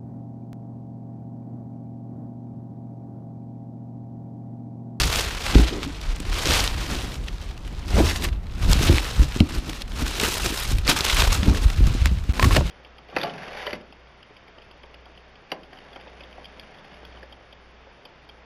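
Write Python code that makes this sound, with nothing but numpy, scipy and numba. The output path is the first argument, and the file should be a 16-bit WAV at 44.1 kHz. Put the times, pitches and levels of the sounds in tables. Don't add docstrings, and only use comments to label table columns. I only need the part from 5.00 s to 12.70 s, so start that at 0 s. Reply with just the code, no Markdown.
import sys
import numpy as np
from scipy import signal
from scipy.fft import rfft, irfft, next_fast_len
from scipy.io import wavfile
from scipy.ndimage import uniform_filter1d, map_coordinates
from numba import njit

SR = 44100
rng = np.random.default_rng(int(sys.argv[2]) if len(sys.argv) > 2 else 0)


def dump(signal):
    limited = np.clip(np.atleast_2d(signal).T, -1, 1)
    pcm = np.round(limited * 32767).astype(np.int16)
    wavfile.write(sys.argv[1], SR, pcm)


def makeup_ratio(level_db):
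    decades = np.asarray(level_db, float) / 20
    return 10 ** decades


N = 339562
T = np.arange(N) / SR

# t/s of most force, crumpling level/dB, rise/ms, fall/ms
DIGGING = [(0.003, -24.5, 129, 74), (0.046, -28, 42, 110), (0.158, -24.5, 66, 180),
           (0.507, -27.5, 134, 190), (0.555, -27.5, 28, 123), (0.688, -32, 27, 16), (0.736, -35, 37, 33),
           (0.84, -36.5, 51, 40), (0.932, -42.5, 110, 56), (0.968, -43.5, 32, 49), (1.053, -39, 80, 75),
           (1.122, -36, 67, 28), (1.204, -42, 16, 57), (1.389, -27.5, 103, 170), (1.548, -21, 99, 120),
           (1.755, -52, 37, 119), (1.828, -33.5, 68, 46), (1.914, -31, 97, 170), (2.147, -40.5, 360, 30),
           (2.244, -50.0, 35, 27), (2.283, -42, 42, 28), (2.326, -46, 27, 47), (2.36, -50, 26, 69),
           (2.424, -42.5, 27, 135), (2.576, -56, 53, 37), (2.674, -46, 53, 48), (2.731, -48, 42, 49),
           (2.792, -44.5, 59, 58), (2.888, -40.5, 14, 99), (2.988, -26.5, 62, 66), (3.059, -27, 27, 40),
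           (3.098, -25.5, 37, 36), (3.164, -32, 31, 44), (3.245, -28, 34, 26), (3.33, -50, 21, 36),
           (3.468, -61, 42, 9)]
# t/s of most force, crumpling level/dB, rise/ms, fall/ms
PACKING = [(3.473, -58, 89, 23), (3.532, -68, 49, 36), (3.714, -27, 72, 66), (3.835, -25.5, 63, 41),
           (3.873, -27.5, 21, 320), (3.984, -33, 190, 15), (4.102, -63, 52, 32), (4.217, -32, 30, 37),
           (4.353, -37, 38, 41), (4.41, -35.5, 72, 15), (4.514, -42, 119, 43), (4.551, -34.5, 37, 43),
           (4.695, -37.5, 53, 30), (4.752, -38.5, 150, 37), (4.813, -41.5, 99, 17), (5.023, -32, 82, 25),
           (5.085, -32.0, 48, 140), (5.242, -25, 85, 270), (5.463, -30.5, 41, 65), (5.593, -29.5, 92, 32),
           (5.638, -32.5, 33, 28), (5.709, -32, 42, 33), (5.786, -44, 46, 42), (5.898, -14.5, 14.4, 29),
           (5.967, -27, 10, 59), (6.005, -26, 18, 29), (6.05, -24.5, 23, 47), (6.097, -24.5, 28, 110),
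           (6.2, -21, 59, 89), (6.347, -26, 60, 44), (6.434, -32.5, 44, 60), (6.482, -33, 37, 39),
           (6.578, -33, 140, 39), (6.641, -34.5, 79, 33), (6.708, -37, 114, 30), (6.741, -39, 57, 35),
           (6.789, -38, 47, 27), (6.875, -33, 72, 38), (6.938, -37.5, 130, 54), (6.993, -36, 44, 180),
           (7.068, -35.5, 108, 24), (7.194, -62, 132, 29), (7.266, -47.5, 59, 23), (7.3, -41.5, 18, 46),
           (7.454, -28.5, 76, 30), (7.536, -27.5, 74, 54), (7.564, -27, 18.5, 23), (7.699, -36, 76, 199)]
# t/s, top octave against the middle level/dB
SHEET = [(0, -11.5), (.9, -24), (1.6, -13.5), (2.7, -15), (3.1, -12.5), (3.33, -10), (3.38, -27),
         (3.58, -11.5), (4.3, -13.5), (5.2, -11.5), (5.7, -4.5), (5.88, -16), (6.75, -12.5), (7.1, -27),
         (7.46, -4), (7.55, -14.5)]
# f/Hz, level/dB (per Hz)
PAPER_SPECTRUM = [(260, -19), (450, 1.5), (514, -2), (1530, -0.5), (1670, -2), (3250, 0), (4560, -2.5),
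                  (13400, -17.5), (15300, -22)]
# t/s, peak level/dB, f/Hz, duration/ms
SNAPS = [(0.034, -12, 2800, 1.3), (0.158, -14, 4810, 3), (0.549, -19.5, 3070, 3), (0.831, -18, 2000, 1.7),
         (1.6767, -9.5, 2540, 1.05), (2.2832, -22.5, 3200, 4.1), (3.246, -23, 2230.0, 7.9),
         (3.2862, -28.5, 2390, 5.1), (3.326, -35.5, 2320, 9), (3.7315, -8, 4650, 1.76),
         (3.8345, -25, 2510.0, 6), (3.872, -17.5, 2980.0, 28), (3.9826, -9, 2560, 1.1),
         (4.0445, -23, 3940, 1.7), (4.403, -10, 3180, 2.7), (4.6947, -25, 4200, 4.1),
         (4.8187, -22, 4330, 5.8), (5.1984, -13.5, 2460, 5.2), (5.3396, -23, 3200, 6.2),
         (5.8482, -31, 3974, 14.5), (5.878, -7, 3960, 1.2), (5.897, -13, 3980, 20),
         (5.9128, -13, 2690, 8.5), (5.9633, -16, 1400.0, 3.4), (6.0071, -8.5, 3364, 2.3),
         (6.0495, -14.5, 4230, 3.9), (6.0967, -12, 3040, 9.6), (6.2017, -13.5, 3735, 7),
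         (6.4308, -17, 2720, 2.7), (7.058, -7, 1900, 0.97)]
# t/s, peak level/dB
FOLDS = [(0.0116, -19), (0.138, -18), (0.191, -25), (1.0132, -31), (1.1625, -39), (1.2017, -31.5),
         (1.9005, -33), (2.1187, -29), (2.1424, -33), (2.155, -30), (2.2771, -38), (2.382, -37),
         (2.5768, -35.5), (2.6494, -36), (3.1587, -21), (3.468, -38), (3.8167, -21), (4.321, -27.5),
         (4.731, -25.5), (4.919, -30), (5.0797, -25), (5.4594, -16), (5.652, -23), (5.784, -23.5),
         (6.2202, -20), (6.58, -26), (6.6378, -28), (6.7, -24), (7.0716, -22), (7.185, -35)]
# t/s, peak level/dB, f/Hz
PINCHES = [(0.127, -10, 4260), (0.3681, -30, 2400), (0.4938, -23, 2160), (0.699, -33, 3040),
           (0.8474, -23, 1510), (0.9642, -33, 3530), (1.335, -22, 3600), (1.7709, -35, 3210),
           (2.2373, -33, 2570), (2.328, -32, 3670), (2.358, -38, 1700), (2.4138, -29, 2870),
           (2.4882, -29, 3030), (2.5095, -32, 1630), (2.6768, -28.5, 2840), (2.7262, -35, 2310),
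           (2.7831, -32, 3100), (2.8799, -23.5, 4410), (3.2216, -19, 2210), (3.4311, -41, 1563),
           (3.5214, -35, 1710), (3.581, -31, 1500), (3.6441, -18, 1500), (3.7893, -20, 2800),
           (4.3427, -24, 2460), (4.5062, -33, 2853), (4.8776, -31, 2240), (4.9382, -31, 1980),
           (4.9861, -27, 2860), (5.0639, -15, 1680), (5.2245, -16, 3190), (5.3727, -29, 3974),
           (5.4334, -16, 2820), (5.492, -19, 2594), (5.625, -19, 3550), (5.7558, -25, 2650),
           (6.1674, -8, 2740), (6.3071, -18, 3520), (6.546, -18, 1600), (6.5685, -23, 3000),
           (6.9965, -26, 2605), (7.0155, -25, 2556), (7.1489, -39, 1922), (7.2384, -29, 1700)]
# t/s, peak level/dB, f/Hz
FLICKS = [(0.0737, -19, 6170), (0.156, -19, 6920), (0.212, -21, 6240), (0.8759, -37, 6760),
          (0.9284, -44, 7240), (1.0133, -30, 6030), (1.1607, -30, 6960), (1.2007, -27, 7800),
          (1.298, -34, 6350), (1.5359, -17, 6090), (2.1415, -33, 6080), (3.2117, -32, 6240),
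          (3.7028, -30, 7210), (3.7302, -13, 6180), (4.6973, -25, 6200), (4.8187, -27, 7570),
          (5.0637, -29, 6040), (5.0789, -25, 7640), (5.198, -16, 6000), (5.2124, -16, 6620),
          (5.3407, -18, 9260), (5.5877, -32, 8260), (5.6758, -23, 6180), (5.784, -28, 7730),
          (5.8711, -20, 6100), (5.889, -20, 6320), (5.9715, -22, 6640), (5.9884, -15, 6650),
          (6.051, -16, 7270), (6.146, -18, 7800), (6.3436, -19, 6630), (6.6371, -30, 6035),
          (6.869, -26, 6300), (6.8833, -31, 7990), (7.0571, -15, 6460), (7.1344, -40, 6000)]
# t/s, extra path/m, echo share (ratio)
TIPPING = [
    (2.88, 0.53, 0.014),
    (2.95, 0.49, 0.34),
    (3.04, 0.38, 0.11),
    (3.25, 0.36, 0.43),
    (3.29, 0.26, 0.12),
]
# t/s, peak level/dB, ring against crack level/dB, duration/ms, ring f/Hz
CLACKS = [
    (7.355, -22, -18, 2.6, 530),
    (7.3957, -5.5, -9.5, 3.6, 1030),
    (7.427, -2.5, -9.5, 4.9, 1105),
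    (7.4432, -8.5, -8, 7.7, 1120),
    (7.509, -16, -4, 5.4, 1095),
    (7.565, 0.5, -14.5, 6.2, 610),
    (7.6094, -27, 5, 3.5, 584),
]
# multiple of the ring f (ratio), level/dB, 60 dB decay time/s
ITEM_MODES = [(.66, -6, .03), (1, 4.5, 0.056), (1.2, -1, 0.026), (1.62, 7.5, .014), (2.301, -21, .012)]
# t/s of the peak, peak level/dB, ring f/Hz, duration/ms
KNOCKS = [(0.556, -3.5, 285.8, 6.7), (0.58, -14, 310.5, 2.3), (0.598, -11, 248.7, 7.8),
          (0.73, -27.5, 351.4, 21.7), (0.873, -29, 283.4, 26), (1.204, -29, 285.7, 9.5),
          (1.468, -21, 326, 7.6), (1.5, -21, 286.3, 6.3), (2.964, -21, 301.8, 6.2), (2.985, -14, 370, 4.7),
          (3.008, -11.5, 302.7, 11.5), (3.702, -18, 166.0, 21), (3.812, -18.5, 263, 4.1),
          (3.897, -4.5, 228.9, 2.6), (3.757, -20, 180, 8.3), (3.836, -23, 165, 5.8), (3.94, -22, 318, 8),
          (4.196, -19.5, 189.8, 6), (4.224, -25.5, 299.3, 18), (4.363, -18, 253, 3.9),
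          (4.408, -2, 212.2, 7.2), (4.431, -20.5, 251, 10), (4.562, -33, 336.4, 6.6),
          (4.672, -31, 249, 9.1), (5.024, -25.5, 261, 13), (5.233, -22, 430.5, 7.8),
          (5.285, -27.5, 365, 7.7), (5.46, -30, 329.3, 6.6), (5.525, -25, 298, 5.2),
          (5.715, -24.5, 248, 5.2), (5.892, -17, 265, 7.2), (6.008, -24, 380, 5.9), (6.432, -22, 195.6, 13),
          (6.483, -8, 205.2, 6.5), (6.808, -20, 237, 7.7), (6.875, -21, 205.5, 6.5),
          (6.951, -20.5, 243, 5.9), (7.062, -21, 200.8, 6.2), (7.119, -24.5, 178.4, 19.4),
          (7.293, -22.5, 197, 8.2), (7.456, -15, 227, 6.2), (7.571, -17, 299.3, 7.2),
          (7.588, -15.5, 132.5, 19.6)]
# multiple of the ring f (ratio), level/dB, 60 dB decay time/s
WALL_MODES = [(.6, -3, 0.05), (1.4, -13.5, 0.16), (2.1, -17.5, 0.034)]
# t/s, level/dB, rise/ms
FLOPS = [
    (2.99, -19, 20),
    (3.71, -41, 46.3),
    (3.89, -33, 20),
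    (7.582, -25, 13.86),
]
# t/s of the peak, peak level/dB, swing f/Hz, duration/ms
JOLTS = [(0.565, 2, 60, 14), (0.607, -10, 55.4, 75), (1.094, -15, 33.8, 67), (1.307, -15.5, 37, 67),
         (2.944, -6.5, 66, 14), (3.061, -18, 81.5, 60), (3.323, -14.5, 56.6, 14), (3.701, -11, 69.9, 13),
         (3.735, -2.5, 47.9, 8.4), (3.798, -7, 81, 7.2), (3.901, -5, 70.4, 21), (3.948, -4.5, 54.6, 14),
         (4.206, -2.5, 58.9, 31), (4.419, -14.5, 79, 41), (4.583, -12, 46.6, 21), (5.031, -16, 48.6, 49),
         (6.142, -7.5, 42.8, 24), (6.239, -7.5, 54, 16.2), (6.284, -7.5, 35.5, 37.6),
         (6.484, -3.5, 76.2, 8.9), (6.513, -10, 68.3, 21), (6.662, 0.5, 50.2, 13.2),
         (6.788, -7.5, 69.5, 18), (6.862, -10, 49, 17), (7.022, -4, 63.8, 8.7), (7.055, -7.5, 56, 24),
         (7.299, -7.5, 60.5, 15), (7.438, -4, 88, 10), (7.474, -4, 90, 14), (7.576, -14, 63.4, 57)]
# t/s, camera shaken level/dB, walls rubbed level/dB, rise/ms
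SHOVES = [(0.0, -18.5, -30.5, 154), (0.58, -14, -19, 46), (0.738, -33, -29.5, 134),
          (1.489, -23.5, -31.5, 170), (1.89, -37, -38, 170), (3.001, -15.5, -21, 50), (3.237, -28, -38, 95),
          (3.7, -12.5, -27, 75), (3.896, -12, -19, 57.3), (4.212, -13, -35.5, 40.6), (4.414, -40, -29, 44),
          (4.55, -27, -36.5, 69), (4.687, -48, -30.5, 50.4), (5.021, -24, -32.5, 73), (5.191, -31, -46, 44),
          (5.25, -35, -31.5, 83), (5.47, -27.5, -32.5, 50), (5.741, -18, -37, 81), (5.905, -25, -24.5, 36),
          (6.212, -22.5, -32.5, 150), (6.493, -21, -20.5, 65), (6.657, -22, -36, 58),
          (6.858, -13.5, -32.5, 102), (7.124, -18, -43, 92), (7.445, -23, -20.5, 46), (7.53, -18, -29, 62),
          (7.62, -21.5, -31.5, 116)]
# t/s, rumble level/dB
GRIP = [(0, -33), (.94, -36.5), (1.35, -29), (2.15, -29), (2.44, -34), (2.85, -31), (3.4, -29.5),
        (4.9, -35), (6.0, -36), (6.35, -21), (7.0, -32.5), (7.7, -33)]
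# f/Hz, level/dB (per Hz)
SHAKE_SPECTRUM = [(8.8, -44), (15, -2.5), (48, 6.5), (98, -4.5), (160, -14.5), (210, -20.5), (350, -120)]
# f/Hz, level/dB (per Hz)
RUB_SPECTRUM = [(65, -40), (110, -6.5), (361, -8.5), (463, -15.5), (1300, -27), (1690, -36), (2860, -120)]
# f/Hz, level/dB (per Hz)
YARD_SPECTRUM = [(88, -30), (150, 6.5), (402, -10), (823, -10.5), (1140, -13.5), (4000, -29), (15300, -70)]

SLIDING = (T > 1.9) & (T < 3.3)


def paper():
    still_db = -84
    level_db = swells(*np.transpose(DIGGING + PACKING), still_db)
    crisp_db = curves(SHEET)[0] + 0.3849 * (level_db + 39)

    creases_per_s, cycles = 6000, 7.6
    when, pitch, size = rng.random((int(creases_per_s * N / SR), 3)).T
    hz = 450 * 35 ** pitch
    db = tone_db(PAPER_SPECTRUM, hz) + 20 * np.log10(hz) - 3 * np.log(size + 0.0011)
    patches_per_s = 30
    patches = rng.standard_normal((8, int(patches_per_s * N / SR) + 2))
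    db = db + 3.5 * map_coordinates(patches, [7 * pitch, when * patches_per_s * N / SR], order=1)
    creases = unit(ring(when * N / SR, hz, cycles / hz, makeup_ratio(db)), 1000, 9000)
    hiss = makeup_ratio(-6) * unit(noise(PAPER_SPECTRUM), 2600, 3500)
    sheet = unit(creases + hiss, 1440, 6200)
    calm = 1 - .6 * SLIDING
    sheet = sheet * makeup_ratio(calm * (.3 * walk(60) + 2.1 * walk(170)))

    ticks_per_s = 150
    when, pitch, size, length = rng.random((int(ticks_per_s * N / SR), 4)).T
    tick_db = -4.5 - 3.5 * np.log(size + .05)
    ticks = crack(when * N / SR, tick_db, 2000 * 7 ** pitch, .8 + 2.5 * length,
                  octaves=.45, skirt_db=-14, tail_db=-25, paper_share=.6, tear=.8)
    sheet = sheet + ticks * makeup_ratio(-0.15 * np.clip(level_db + 40, -9, 8))

    top = signal.sosfiltfilt(signal.butter(1, 7500, "high", fs=SR, output="sos"), sheet)
    return (sheet + top * (makeup_ratio(crisp_db + 8.0) - 1)) * makeup_ratio(level_db - 1.3)


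def mirrored(sound):
    path_m, share = curves(TIPPING)
    dull = signal.sosfiltfilt(signal.butter(2, 5500, fs=SR, output="sos"), sound)
    delay_s = path_m / 343
    return sound + share * map_coordinates(dull, [(T - delay_s) * SR], order=3)


def snaps():
    big = crack(*np.transpose(SNAPS), tear=.12, skirt_db=-10.5)
    s, db = np.transpose(FOLDS)
    small_hz, small_ms = np.full(len(s), 2750.), np.full(len(s), 3.3)
    return big + crack(s, db, small_hz, small_ms, skirt_db=-3)


def small_creases():
    s, db, hz = np.transpose(PINCHES)
    pinches = crack(s, db - 6.5, hz, np.full(len(s), 4.1), octaves=0.22, skirt_db=-3)
    s, db, hz = np.transpose(FLICKS)
    flicks = crack(s, db - 2.5, hz, np.full(len(s), 2.6), octaves=0.37, skirt_db=-7, paper_share=0.21)
    return pinches + flicks


def crack(s, db, hz, ms, octaves=.7, skirt_db=-5, tail_db=-30, paper_share=1, tear=.35):
    t, f = T[:1024], np.arange(513) * SR / 1024
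    bump = np.exp(-.5 * (np.log2(np.maximum(f, 1) / hz[:, None]) / octaves) ** 2)
    colour = makeup_ratio(paper_share * tone_db(PAPER_SPECTRUM, f)) * (bump + makeup_ratio(skirt_db))
    burst = irfft(rfft(rng.standard_normal((len(s), len(t)))) * colour)
    age = t / ms[:, None] * 1000
    rise = 0.045 + tear * rng.random((len(s), 1)) ** 2
    decay = makeup_ratio(-9 * age ** 2.2) + makeup_ratio(tail_db - 480 * t)
    burst = burst * decay * np.minimum(age / rise, 1)
    peak = np.sqrt(2 * uniform_filter1d(burst ** 2, size=40).max(axis=1))
    return place(s, burst * (makeup_ratio(db) / peak)[:, None])


def clacks():
    s, db, ring_db, ms, ring_hz = np.transpose(CLACKS)
    multiple, mode_db, t60 = np.transpose(ITEM_MODES)
    body_db = (db + ring_db)[:, None] + mode_db - 4.0
    body = ring(s[:, None], multiple * ring_hz[:, None], t60, makeup_ratio(body_db))
    return body + crack(s, db - 8.0, np.full(len(s), 2000.), ms, skirt_db=-6)


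def knocks():
    s, db, hz, ms = np.transpose(KNOCKS)
    multiple, mode_db, t60 = np.transpose(WALL_MODES)
    start = s - 0.265 * ms / 1000
    struck = ring(start, hz, 4.0 * ms / 1000, makeup_ratio(db + 6.5))
    detune = 1 + 0.078 * rng.standard_normal((len(s), len(multiple)))
    others = ring(start[:, None], hz[:, None] * multiple * detune, t60, makeup_ratio(db[:, None] + mode_db))
    return signal.sosfilt(signal.butter(4, 520, fs=SR, output="sos"), struck + others)


def flops():
    s, db, ms = np.transpose(FLOPS)
    band_hz = 427, 740
    puff = signal.sosfilt(signal.butter(2, band_hz, "bandpass", fs=SR, output="sos"), rng.standard_normal(N))
    level_db = swells(s, db, ms, 0.83 * ms, -120)
    return unit(puff, *band_hz) * makeup_ratio(level_db + 2 * walk(90))


def jolts():
    s, db, hz, ms = np.transpose(JOLTS)[:, :, None]
    t = T[:8192] - T[4096]
    phase = 2 * np.pi * (hz * t + rng.random(s.shape))
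    swell = np.exp(-np.log(2) * (2 * t / ms * 1000) ** 2 * np.where(t > 0, .7, 1.4))
    return place(s[:, 0] - T[4096], makeup_ratio(db - 1.5) * swell * np.cos(phase))


def handling():
    s, shove_db, press_db, ms = np.transpose(SHOVES)
    fall_ms = 1.13 * ms
    grip_db = curves(GRIP)[0]
    shake_db = swells(s, shove_db, ms, fall_ms, grip_db)
    rub_db = swells(s, press_db, ms, fall_ms, grip_db - 21)
    shake = unit(noise(SHAKE_SPECTRUM), 30, 130) * makeup_ratio(shake_db)

    wall_hz = curves(KNOCKS)[1]
    width_hz = 70
    push = signal.sosfilt(signal.butter(2, width_hz, fs=SR, output="sos"), rng.standard_normal((2, N)))
    phase = 2 * np.pi * np.cumsum(wall_hz) / SR
    hum = unit(push[0] * np.cos(phase) + push[1] * np.sin(phase), 130, 590)

    flutter_db = 1.5 * walk(60)
    scrape_db = -3.0 + 8 * SLIDING
    rub = hum + makeup_ratio(scrape_db) * unit(noise(RUB_SPECTRUM), 197, 380)
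    return shake + rub * makeup_ratio(rub_db - 4.5 + flutter_db)


def yard():
    return unit(noise(YARD_SPECTRUM), 280, 16000) * makeup_ratio(-49.5)


def swells(s, db, rise_ms, fall_ms, rest_db):
    power = makeup_ratio(rest_db) ** 2
    for at, top, rise, fall in zip(s, db, rise_ms, fall_ms):
        drop_db = 10 * np.maximum((at - T) / rise, (T - at) / fall) * 1000
        power = power + makeup_ratio(top - drop_db) ** 2
    return 10 * np.log10(power)


def ring(s, hz, t60, size, phase=0.):
    s, hz, t60, size, phase = (np.ravel(a) * 1. for a in np.broadcast_arrays(s, hz, t60, size, phase))
    start = (np.maximum(s, 0) * SR).astype(np.int64)
    return rings(N, start, np.minimum(hz, SR * .45), np.maximum(t60, 2e-4), size, phase)


@njit
def rings(n, start, hz, t60, size, phase):
    out = np.zeros(n)
    for g in range(len(start)):
        p = np.exp(2j * np.pi * hz[g] / SR - np.log(1000) / (t60[g] * SR))
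        z = size[g] * np.exp(1j * phase[g])
        for i in range(start[g], min(n, start[g] + int(t60[g] * SR))):
            out[i] += z.imag
            z *= p
    return out


def noise(points):
    size = next_fast_len(N)
    hz = np.arange(size // 2 + 1) * SR / size
    return irfft(rfft(rng.standard_normal(size)) * makeup_ratio(tone_db(points, hz)), size)[:N]


def tone_db(points, hz):
    f, db = np.transpose(points)
    return np.interp(np.log(np.maximum(hz, 1)), np.log(f), db, left=-60, right=-60)


def unit(x, lo_hz, hi_hz):
    band = signal.sosfilt(signal.butter(2, [lo_hz, hi_hz], "bandpass", fs=SR, output="sos"), x)
    return x / np.sqrt(np.mean(band ** 2))


def walk(rate):
    k = int(SR / rate)
    held = np.repeat(rng.standard_normal(N // k + 1), k)
    return np.sqrt(3 / 2) * uniform_filter1d(held, k)[:N]


def curves(table):
    s, *columns = np.transpose(table)
    return [np.interp(T, s, c) for c in columns]


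def place(s, rows):
    out = np.zeros(N + rows.shape[1])
    start = np.maximum(s * SR, 0).astype(int)
    np.add.at(out, start[:, None] + np.arange(rows.shape[1]), rows)
    return out[:N]


def scene():
    folds = mirrored(paper()) + snaps() + small_creases()
    box = clacks() + knocks() + flops()
    case = jolts() + handling()
    return (folds + box + case + yard())[None]


def top_cut(x):
    return signal.sosfilt(signal.butter(12, 16470, fs=SR, output="sos"), x)


def record(dry):
    moving = signal.lfilter([1, -1], [1, -.998], dry)
    limited = .95 * np.tanh(moving / .95)
    top_hz = 15350
    cut = signal.sosfilt(signal.ellip(12, .2, 60, top_hz, fs=SR, output="sos"), limited)
    sounding = (T < 7.3242) | (T > 7.3346)
    return top_cut(cut * sounding)


dry = scene()
out = record(dry)
dump(out)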